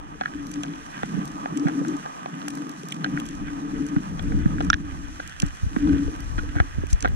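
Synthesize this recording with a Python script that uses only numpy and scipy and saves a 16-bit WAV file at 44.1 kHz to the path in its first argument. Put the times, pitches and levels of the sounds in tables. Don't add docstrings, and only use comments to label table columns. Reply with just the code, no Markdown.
import sys
import numpy as np
from scipy import signal
from scipy.fft import rfft, irfft
from scipy.io import wavfile
from scipy.ndimage import uniform_filter1d

SR = 44100
rng = np.random.default_rng(int(sys.argv[2]) if len(sys.argv) > 2 else 0)


def waveform_to_disk(signal):
    frames = np.transpose(np.atleast_2d(signal))
    scaled = np.clip(frames, -1, 1) * 32767
    samples = np.round(scaled).astype(np.int16)
    wavfile.write(sys.argv[1], SR, samples)


N = 315315

# frequency in Hz, relative hiss level on the right in dB,
# left minus right in dB.
MICROPHONES = [(146, -62.5, 7), (444, -67.5, -2.5), (614, -64, -2.5), (940, -59.5, -0.5), (1235, -54, -4.5),
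               (1397, -69.5, 2), (1528, -59.5, -4.5), (2060, -66, -5.5), (2234, -81.5, 10.5),
               (2420, -63, -20), (2464, -74, 6), (3050, -67, -16), (3360, -79.5, 10), (3900, -73.5, -37),
               (4080, -79, 4), (4540, -77.5, -6), (5990, -74.5, 6), (6880, -80, 3), (7740, -74.5, -9),
               (8100, -81, -2), (10270, -84.5, -2), (12300, -94.5, 1.5), (13700, -99, 0), (15200, -120, 1)]
# frequency in Hz, left lead in radians,
# likeness from 0 to 1.
LEFT_TURN = [(400, -1.9, .1), (560, -1.3, .7), (780, -1.2, .75), (1000, .1, .96), (1200, .6, .94),
             (1380, .2, .2), (1600, .3, .6), (1850, .3, .4), (2000, -1.5, .4), (2170, -3.1, .1),
             (2400, -5.6, .65), (2900, -6.9, .65), (3150, -6, .7), (3600, -7.3, .55), (4000, -6, .65),
             (4350, -3.2, .15), (4600, -1.5, .4), (5100, .1, .72), (6300, 3.3, .7), (7100, 6.6, .25),
             (7800, 9.4, .5), (8300, 11.5, .1)]
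# time in seconds, hum level in dB.
HUM_LEVEL = [(0.0, -53), (0.06, -45.5), (0.28, -54), (0.34, -35), (0.54, -40.5), (0.57, -29.5),
             (0.65, -40.5), (0.69, -33.5), (0.86, -52), (1.13, -44.5), (1.21, -36.5), (1.29, -42.5),
             (1.53, -39.5), (1.57, -26.5), (1.95, -30), (2.01, -50.5), (2.11, -55), (2.61, -33),
             (2.83, -50.5), (3.15, -30), (3.29, -41.5), (3.82, -29), (3.9, -38), (3.98, -25), (4.02, -43),
             (4.1, -53.5), (4.3, -29), (4.52, -39.5), (4.56, -28.5), (5.2, -49), (5.38, -71), (5.44, -29.5),
             (5.55, -73.5), (5.87, -19.5), (5.99, -22.5), (6.01, -28.5), (6.29, -49.5), (6.61, -33),
             (6.73, -67), (6.79, -50.5), (7.01, -63), (7.05, -35), (7.15, -74)]
# time in seconds, level in dB.
LOW_HUM_LEVEL = [(0.0, -48.5), (0.69, -36), (0.84, -57), (1.19, -23.5), (1.21, -36), (1.47, -42.5),
                 (1.53, -29), (1.61, -40.5), (1.67, -34), (1.71, -32), (1.93, -33), (2.11, -54),
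                 (2.27, -40.5), (2.55, -41), (2.9, -43), (3.03, -28.5), (3.38, -38.5), (4.66, -30),
                 (5.4, -60), (5.44, -42), (5.5, -66), (5.93, -22.5), (6.13, -45), (6.59, -51), (6.71, -72),
                 (6.79, -46), (6.99, -70), (7.05, -58), (7.15, -67)]
# time in seconds, rumble level in dB.
RUMBLE_LEVEL = [(0.0, -45), (1.23, -52), (1.9, -56), (2.15, -60), (3.0, -64), (3.1, -45), (3.45, -39.5),
                (3.86, -45.5), (4.38, -26.5), (5.4, -44.5), (5.46, -29.5), (5.59, -44), (5.65, -28.5),
                (5.71, -33.5), (5.95, -23.5), (5.99, -38), (6.09, -21.5), (6.13, -32), (6.55, -28),
                (6.61, -29), (6.73, -39.5), (6.79, -26), (6.85, -35), (6.95, -29.5), (7.01, -36),
                (7.03, -26), (7.15, -29)]
# time in seconds, wash level (under 1330 Hz) in dB,
# fizz level (1330 to 3650 Hz) in dB.
HISS_LEVEL = [(0.0, -47, -52.5), (0.24, -45, -48.5), (0.4, -42.5, -47.5), (0.55, -43, -46),
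              (0.8, -40.5, -45), (0.88, -40, -44), (0.96, -37, -40.5), (1.02, -41, -40.5), (1.1, -38, -45),
              (1.27, -39, -44.5), (1.53, -38, -46), (1.75, -39, -44), (2.61, -42, -45.5),
              (2.89, -43.5, -47), (3.17, -39.5, -45), (3.42, -44, -45.5), (3.78, -40.5, -45.5),
              (4.02, -42, -46), (4.56, -42.5, -45), (4.7, -40, -46), (4.92, -44.5, -45.5),
              (5.3, -44, -45.5), (5.69, -45, -45), (5.93, -41.5, -42), (6.11, -45.5, -46),
              (6.59, -42, -43.5), (6.885, -45, -48), (6.904, -46, -38.5), (6.925, -43.5, -45),
              (7.15, -46, -48)]
# time in seconds, lift in dB.
TREBLE_LIFT = [(0, 0), (5.8, 0), (5.9, -1), (6.06, 2), (6.11, 3.5), (6.13, -0.5), (6.8, 0), (6.89, 0),
               (6.905, 8), (6.925, 5), (6.94, 1), (7.15, 1)]
# start in seconds, level in dB, starting pitch in Hz,
# time to fade by 60 dB in seconds.
BUBBLES = [(0.151, -40, 420, 0.067), (1.815, -22, 483, 0.027), (2.054, -30.5, 780, 0.086),
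           (2.834, -28, 393, 0.043), (4.607, -23, 382, 0.011), (6.08, -26, 420, 0.05),
           (6.434, -31.5, 447, 0.046), (6.834, -34, 380, 0.053)]
# typical frequency in Hz,
# typical level in dB, time to fade by 60 dB in seconds.
SHELL_MODES = [
    [(544, -15.5, 0.021), (761, 1, 0.027), (1070, -8, 0.009), (1225, -4.5, 0.013)],
    [(1360, 7, 0.0078), (1589, 5, 0.02), (1935, 1.5, 0.0079)],
    [(2370, 8, 0.0062), (3036, 12, 0.0095), (3790, 7.5, 0.0036), (4860, -1, 0.0014)],
]
# start in seconds, peak of the middle modes in dB,
# low modes relative to that in dB, high modes relative to that in dB.
KNOCKS = [(0.2108, -18, 7.5, -0.5), (0.2161, -16.5, -5, -22), (0.2265, -41, -12, -20),
          (0.2355, -19.5, -17, -8), (0.252, -30, -7, -20), (0.2575, -9, -28, -13), (0.2395, -26, -12, -12),
          (0.267, -28, -12, -20), (0.278, -28, -14, -20), (0.634, -34, 10, -10), (0.64, -25, -3, -2),
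          (0.65, -31, 2, -15), (0.664, -36, -7, 7), (0.681, -36, -9, 6), (0.736, -35, -9, 8.5),
          (0.978, -27, -7, 1), (0.99, -27, -13, -11), (1.032, -15, 3.5, -10), (1.458, -21, 8.5, -25),
          (1.656, -38, 15, -20), (1.684, -18, -1, -11), (1.696, -23, -3, -16), (1.849, -24, 2, -28),
          (2.06, -26, 5.5, -5), (2.259, -28.5, 13.5, -3), (2.417, -27, -13, 2.5), (2.48, -21, 2, -20),
          (2.572, -27.5, 2, -31), (3.044, -10, -6.5, 0), (3.051, -21, -8, -4), (3.061, -21, -1, -18),
          (3.174, -13.5, -13, -39), (3.483, -21, -10, -30), (3.963, -23, 7.5, -26), (4.194, -22.5, -1, 3),
          (4.32, -24.5, -1, -28), (4.458, -24, -5, -39), (4.583, -20.5, -11, -45), (4.606, -23, 11, -2),
          (4.611, -19.5, -2, -1), (5.428, -24.5, 4.5, -38), (5.763, -16, 1.5, -47), (5.873, -28.5, 8, 0),
          (5.893, -25, 3, -1), (5.982, -35, -9, 8), (5.93, -23, -3, -22), (6.548, -31, -5, -13),
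          (6.561, -26, 1, -7), (6.554, -27.5, 6, -18), (6.567, -20.5, -3, -13), (6.576, -24, -2, -20),
          (6.596, -25, -17, -10), (6.381, -18.5, -7, -8), (6.6007, -4, -2.5, -13.5),
          (6.6056, -19, -15, -20), (6.610, -27, -7, -24), (7.027, -30, -8, 3), (7.040, -34, -9, 5),
          (7.0463, -18, 11, -22), (7.052, -26, -14, -14), (7.0556, -13.5, 1, -13), (7.067, -28, 7, -4),
          (7.0757, -20.5, -2, -4)]
# start in seconds, peak of the
# middle modes in dB, low and high modes relative to that in dB, length of the drag in seconds.
RATTLES = [(1.669, -20.5, 1.5, -15, .008), (5.197, -20.5, 0.5, -11, .007), (6.38, -18.5, -9, -9, .018),
           (6.584, -18, -18, -24, .004), (7.047, -11.5, -1, -13, .014)]
# time of the peak in seconds, right peak level in dB, settled pitch in Hz,
# rise in cycles of that pitch, left minus right in dB.
THUDS = [(0.215, -25.5, 237, 0.76, -22), (1.037, -15.5, 176, 0.35, -5), (1.144, -15.5, 173, 1.48, -27),
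         (1.153, -28, 177, 1.14, -17), (1.18, -14.5, 182, 1.05, -24), (1.6604, -8.5, 163, 1.2, -8),
         (1.811, -19, 158, 1.27, -12), (3.969, -7, 161, .7, -1), (4.462, -4, 160, .7, -1.5),
         (5.435, -7, 156, .65, .1), (4.347, -15, 69, 0.34, 1), (4.689, -15.5, 53.6, 0.4, -18),
         (4.745, -22.5, 61.5, 0.3, 15), (5.636, -10.5, 63, 0.31, -1), (5.668, -14.5, 75, 0.32, 2),
         (5.769, -8, 212, 0.88, -9), (5.883, -39, 67, .36, -40), (6.386, -15, 234, 0.66, -5),
         (6.564, -11, 93, 0.49, 1.1), (6.607, -6.5, 69, 0.48, 3.5), (6.786, -10, 107, 0.23, -2.5),
         (6.808, -26, 133, 0.33, -7), (6.838, -14.5, 288, 0.52, -5), (6.935, -7, 43, 0.32, 4),
         (7.054, -16.5, 245, 1.17, -3), (7.081, -21, 59, 0.17, -7)]
# start in
# seconds, peak midway between the sides in dB, left minus right in dB, extra for the lowest ring in dB, extra
# for the highest rings in dB, surface echo relative to the snap in dB.
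SNAPS = [(0.4685, -23.5, 8, -8, 10, -14), (0.516, -22.5, -3, -3, -5, -1), (0.6343, -14, -3.5, 3, -15, -19),
         (0.757, -31, 0, -9, 3, -7), (1.0331, -24.5, 1, 7, -11, -11), (1.255, -19, -2, -8, 12, -2),
         (1.3174, -26.5, 8, -14, -4, -10), (1.5742, -17.5, -6, -9, -14, -8), (1.684, -27, 3, -9, -9, -15),
         (1.883, -24.5, 6, -20, -14, -24), (1.9673, -31, 15, -12, -8, -19), (2.3525, -31, 1.1, -9, -8, -8),
         (2.4833, -9.5, 4.5, -4, 7.5, -8.5), (2.553, -17, -3, -14, 15, -3), (2.6938, -19, -2, -20, 12, -7),
         (2.833, -24.5, -1, 1, 1, -9), (2.8865, -14.5, -2, -16, 6, -9), (2.9012, -27, 0, -3, -6, -15),
         (2.9233, -12.5, -4.5, 5.5, 2.5, -8.5), (3.188, -30, -2, -9, 0, -11), (3.2, -16, 3, 7.5, 8, -23),
         (3.2645, -24.5, 0, -9, 0, -15), (3.256, -22.5, -5, 8, 12, -13), (3.2888, -20.5, -4.5, -6, -3, -9),
         (3.352, -25, -1, -11, 3, -15), (3.866, -23, -1, -6.5, -1.5, -2), (4.226, -27, -9, -9, 6, -10),
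         (4.6052, -23, -5, 1.5, -8, -7), (4.648, -20.5, -2, -5, 7, -12), (4.769, -31, 0, -19, -14, -19),
         (5.2763, -18, -4, -8, 11, -6.5), (5.401, -8, -8, -8, -14, -4.5), (5.464, -25, 2, -21, -9, -7),
         (6.163, -29, -5, -13, 8, -16), (6.205, -24, 4, -11, 17, -11), (6.869, -23.5, -6, 6, -2, -14),
         (6.93, -18, -7, -12, -16, -17), (7.007, -21, -9, -5, -4, 6.5), (7.084, -21.5, -2, -5, 16, -16)]
# frequency in Hz, typical level in dB,
# time to fade by 60 dB in seconds.
CAVITY_RINGS = [(3170, 17.5, 0.0048), (6360, 21, 0.0015), (7270, 2, 0.0074), (8500, 10, 0.0027),
                (10650, 4.5, 0.0011), (12600, 6.5, 0.0028), (14700, 3.5, 0.0012)]
# start in seconds, settled ring pitch in Hz, time to fade by 60 dB in seconds,
# how far below that pitch it starts as a share, right and left ring level in dB, overtone relative
# to the ring in dB, tick frequency in Hz, tick upper limit in Hz, right and left tick level in dB.
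CRACKS = [(4.7010, 1403, 0.033, 0.044, 1.5, -3, -14, 5420, 8400, -12.5, -6.5),
          (4.7307, 1906, 0.032, 0.23, 1.5, -5.5, -12, 3660, 5540, -15, -10),
          (4.7405, 1720, 0.019, 0.13, -3.5, -11, -9.5, 5900, 6860, -23, -14.5)]

LEFT_LAG_S = 22 / SR
HUM, LOW_HUM, HIGH_HUM = (288.6, 21.1), (151, 41), (446, 33)
HIGH_HUM_DB = -22
TREBLE_DB = -8.5
CONTACT_S, CONTACTS_PER_S = 0.0029, 1500
LOW_LEAD = 0.96
THUD_LEAD = -2.45
START_DEPTH_M, ASCENT_M_S, SOUND_M_S = 17.6, .56, 1500
ECHO_PAN_DB, ECHO_TOP_HZ = 4.5, 8300
FORERUNNER_S, FORERUNNER_DB = 0.00189, -19
OVERTONE_HZ, OVERTONE_S = 2930, 0.0021
TOP_HZ = 16400


def undb(db):
    return 10 ** (np.asarray(db) / 20)


def unit(x):
    return x / np.sqrt(np.mean(x ** 2))


def peak(x):
    return x / np.abs(x).max()


def band(x, hz, width):
    return signal.lfilter(*signal.iirpeak(hz, hz / width, SR), x)


def sieve(x, order, hz, kind):
    return signal.sosfilt(signal.butter(order, hz, kind, fs=SR, output="sos"), x)


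def ring(x, modes):
    out = 0
    for hz, db, t60 in modes:
        pole = np.exp(2j * np.pi * hz / SR - np.log(1000) / (t60 * SR))
        out = out + undb(db) * signal.lfilter([1], [1, -pole], x).imag
    return out


def walk(rate):
    hold = int(SR / rate)
    steps = np.repeat(rng.standard_normal(N // hold + 1), hold)
    smooth = uniform_filter1d(uniform_filter1d(steps, hold), hold)
    return unit(smooth[:N])


def add(out, s, x):
    i = int(s * SR)
    out[..., i:i + x.shape[-1]] += x[..., :N - i]


def clock(seconds):
    return np.arange(int(seconds * SR)) / SR


def frequencies():
    return np.arange(N // 2 + 1) * SR / N


def curves(table):
    s, *columns = np.transpose(table)
    return [np.interp(np.arange(N) / SR, s, column) for column in columns]


def microphone_colour():
    at = np.log(frequencies() + 1)
    colour = []
    for table in (MICROPHONES, LEFT_TURN):
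        hz, *columns = np.transpose(table)
        colour += [np.interp(at, np.log(hz), column) for column in columns]
    return colour


def pair(x, lead, left_db, alike=1, other=0):
    alike = np.clip(alike, 0, 1)
    left = alike * rfft(x) + np.sqrt(1 - alike ** 2) * rfft(other + 0 * x)
    turn = np.exp(1j * (lead - 2 * np.pi * frequencies() * LEFT_LAG_S))
    return np.array([irfft(left * undb(left_db) * turn, N), x])


def steady(x, share):
    power = uniform_filter1d(x ** 2, int(.09 * SR)) + 1e-12
    return unit(x / power ** (share / 2))


def eddies(rate, patchy_db):
    return rng.standard_normal(N) * undb(patchy_db * walk(rate))


def hum(hum_db):
    main = steady(band(band(eddies(25, 2.9), *HUM), HUM[0], 62.6), 0.81)
    high = unit(band(band(eddies(25, 5.3), *HIGH_HUM), *HIGH_HUM))
    return (main + undb(HIGH_HUM_DB) * high) * undb(hum_db)


def low_hum(low_db):
    tone = band(band(eddies(25, 2.5), *LOW_HUM), 227.0, 95)
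    return unit(sieve(tone, 10, 130, "high")) * undb(low_db)


def rumble(rumble_db):
    return unit(sieve(eddies(12, 3), 2, [22, 85], "band")) * undb(rumble_db)


def stream(hum_db, low_db, rumble_db):
    hums = pair(hum(hum_db), 0.28, 3.75, 0.98, hum(hum_db))
    lows = pair(low_hum(low_db), 0.027, 0.082, 0.96, low_hum(low_db))
    push = pair(rumble(rumble_db), -2.48, 1.7, 0.13, rumble(rumble_db))
    return hums + lows + push


def hiss(wash_db, fizz_db, treble_db):
    colour_db, left_db, lead, alike = microphone_colour()
    hz, both = frequencies(), np.zeros((2, N))
    struck = rng.random((2, N)) < 400 / SR
    strength_db = np.minimum(3 * rng.exponential(size=(2, N)), 8)
    crackle = rfft(unit(struck * rng.standard_normal((2, N)) * undb(strength_db)))
    noise = rfft(rng.standard_normal((2, N)))
    parts = [(125, 1330, wash_db, .55, 2.0), (1330, 3650, fizz_db, .6, 1.4), (3650, SR, treble_db, .55, 1.2)]
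    for lo, hi, level_db, grit, patchy_db in parts:
        part = irfft((noise + grit * crackle) * undb(colour_db) * (hz >= lo) * (hz < hi), N)
        both += unit(part) * undb(level_db + patchy_db * walk(40) + 0.7 * walk(9))
    return pair(both[0], lead, left_db, alike, both[1])


def bubbles():
    out, t = np.zeros(N), clock(.08)
    for s, db, hz, t60 in BUBBLES:
        fade = 1000 ** (-t / t60) * (1 - np.exp(-t / 0.001))
        add(out, s, undb(db) * np.sin(2 * np.pi * hz * t * (1 + 3.0 * t)) * fade)
    return pair(out, 0.27, 0.78)


def strike_spot(push, modes):
    shifted = [(hz * (1 + .025 * rng.standard_normal()), db + 2 * rng.standard_normal(), t60)
               for hz, db, t60 in modes]
    return ring(push, shifted)


def knocks():
    out, t = np.zeros((3, N)), clock(.04)
    for s, db, low_db, high_db, drag_s in [(*row, 0) for row in KNOCKS] + RATTLES:
        push = rng.standard_normal(len(t)) * np.exp(-(t / CONTACT_S) ** 2) * (1 - np.exp(-t / 0.00058))
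        push[20] += 14.0
        contacts = (rng.random(len(t)) < CONTACTS_PER_S / SR) * (t < drag_s)
        push += 23.0 * rng.standard_normal(len(t)) * contacts
        low, mid, high = (strike_spot(push, modes) for modes in SHELL_MODES)
        mid = band(mid, 1520, 970)
        low, mid, high = peak(low) * undb(db + low_db), peak(mid) * undb(db), peak(high) * undb(db + high_db)
        lows = np.array([low, low * np.cos(LOW_LEAD), low * np.sin(LOW_LEAD)])
        add(out, s, lows + np.outer([1, 1, 0], mid + high))
    right, in_phase, quarter = sieve(out, 3, [330, 7000], "band")
    _, left_db, lead, _ = microphone_colour()
    left = pair(in_phase, lead, left_db)[0] + pair(quarter, lead + np.pi / 2, left_db)[0]
    return np.array([left, right])


def thuds():
    out, t = np.zeros((2, N)), clock(.15)
    for s, db, hz, cycles, left_db in THUDS:
        rise = cycles / hz
        swell = undb(db) * (t / rise * np.exp(1 - t / rise)) ** 1.74
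        turns = hz * (t + 0.57 * rise * (1 - np.exp(-t / (0.41 * rise))))
        swing = np.sin(2 * np.pi * turns + np.array([[THUD_LEAD], [0]]))
        both = swell * swing * undb([[left_db], [0]])
        add(out, s - rise, sieve(both, 2, .45 * hz, "high"))
    return out


def snaps():
    out, t = np.zeros((2, 2, N)), clock(0.033) - .002
    before = .03 + undb(FORERUNNER_DB) * np.exp(-((t + FORERUNNER_S) / .0002) ** 2)
    after = .4 * np.exp(-t / .0001) + .14 * np.exp(-t / .002)
    shape = np.where(t < 0, before, after)
    echoes = [(s + 2 * (START_DEPTH_M - ASCENT_M_S * s) / SOUND_M_S, db + echo_db, ECHO_PAN_DB,
               low_db - 5, top_db, 0) for s, db, _, low_db, top_db, echo_db in SNAPS]
    for path, rows in enumerate((SNAPS, echoes)):
        for s, db, pan_db, low_db, top_db, _ in rows:
            click = rng.standard_normal(len(t)) * shape * (1 + path)
            click[np.searchsorted(t, 0)] += 1.6
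            extra_db = (low_db, 0, 0, top_db / 2, top_db, top_db, top_db)
            for side, sign in enumerate((1, -1)):
                rings = [(hz, ring_db + own_db + 2.5 * rng.standard_normal(), t60)
                         for (hz, ring_db, t60), own_db in zip(CAVITY_RINGS, extra_db)]
                x = peak(ring(click, rings)) * undb(db + sign * pan_db / 2)
                add(out[path, side], s + t[0] + LEFT_LAG_S * (1 - side), x)
    both = out[0] + sieve(out[1], 2, ECHO_TOP_HZ, "low")
    return sieve(both, 4, [2100, 11200], "band")


def cracks():
    out, t = np.zeros((2, N)), clock(.06)
    for s, hz, t60, rise, right_db, left_db, over_db, tick_hz, top_hz, tick_right_db, tick_left_db in CRACKS:
        uneven = 1 + .35 * np.cos(2 * np.pi * 240 * t + 2 * np.pi * rng.random())
        fade = np.exp(-(t / .0025) ** 2) + .3 * uneven * 1000 ** (-t / t60)
        swing = fade * (1 - np.exp(-t / .0008))
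        slide = t - rise * .003 * (1 - np.exp(-t / .003))
        rough = rng.standard_normal(len(t)) * np.exp(-t / OVERTONE_S) * (1 - np.exp(-t / 0.00028))
        for width in (820, 1500, 2500):
            rough = band(rough, OVERTONE_HZ, width)
        tone = -np.sin(2 * np.pi * hz * slide) * swing + peak(rough) * undb(over_db)
        burst = rng.standard_normal(len(t)) * (np.exp(-t / .0005) + .04 * np.exp(-t / .002))
        bright = band(band(burst, tick_hz, 710), tick_hz, 3000)
        tick = peak(sieve(bright, 7, top_hz, "low"))
        add(out[1], s, tone * undb(right_db) + tick * undb(tick_right_db))
        add(out[0], s + LEFT_LAG_S, tone * undb(left_db))
        add(out[0], s, tick * undb(tick_left_db))
    return out


def scene():
    (hum_db,), (low_db,), (rumble_db,) = (curves(c) for c in (HUM_LEVEL, LOW_HUM_LEVEL, RUMBLE_LEVEL))
    wash_db, fizz_db = curves(HISS_LEVEL)
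    treble_db = fizz_db + TREBLE_DB + curves(TREBLE_LIFT)[0]
    water = stream(hum_db, low_db, rumble_db) + hiss(wash_db, fizz_db, treble_db)
    return water + bubbles() + knocks() + thuds() + snaps() + cracks()


def follow(x, release_s):
    ramp = np.arange(len(x)) / SR / release_s
    return np.exp(np.maximum.accumulate(np.log(x + 1e-9) + ramp) - ramp)


def record(dry):
    sharp = np.abs(sieve(dry, 2, 900, "high")).max(axis=0)
    gain = np.maximum(follow(sharp, 0.14) / undb(-9.0), 1) ** -.6
    gain = uniform_filter1d(np.roll(gain, int(0.0049 * SR)), int(0.0069 * SR))
    rounded = np.tanh(.6 * gain * dry) / .6
    return signal.sosfilt(signal.ellip(8, .2, 70, TOP_HZ, fs=SR, output="sos"), rounded)


dry = scene()
out = record(dry)
waveform_to_disk(out)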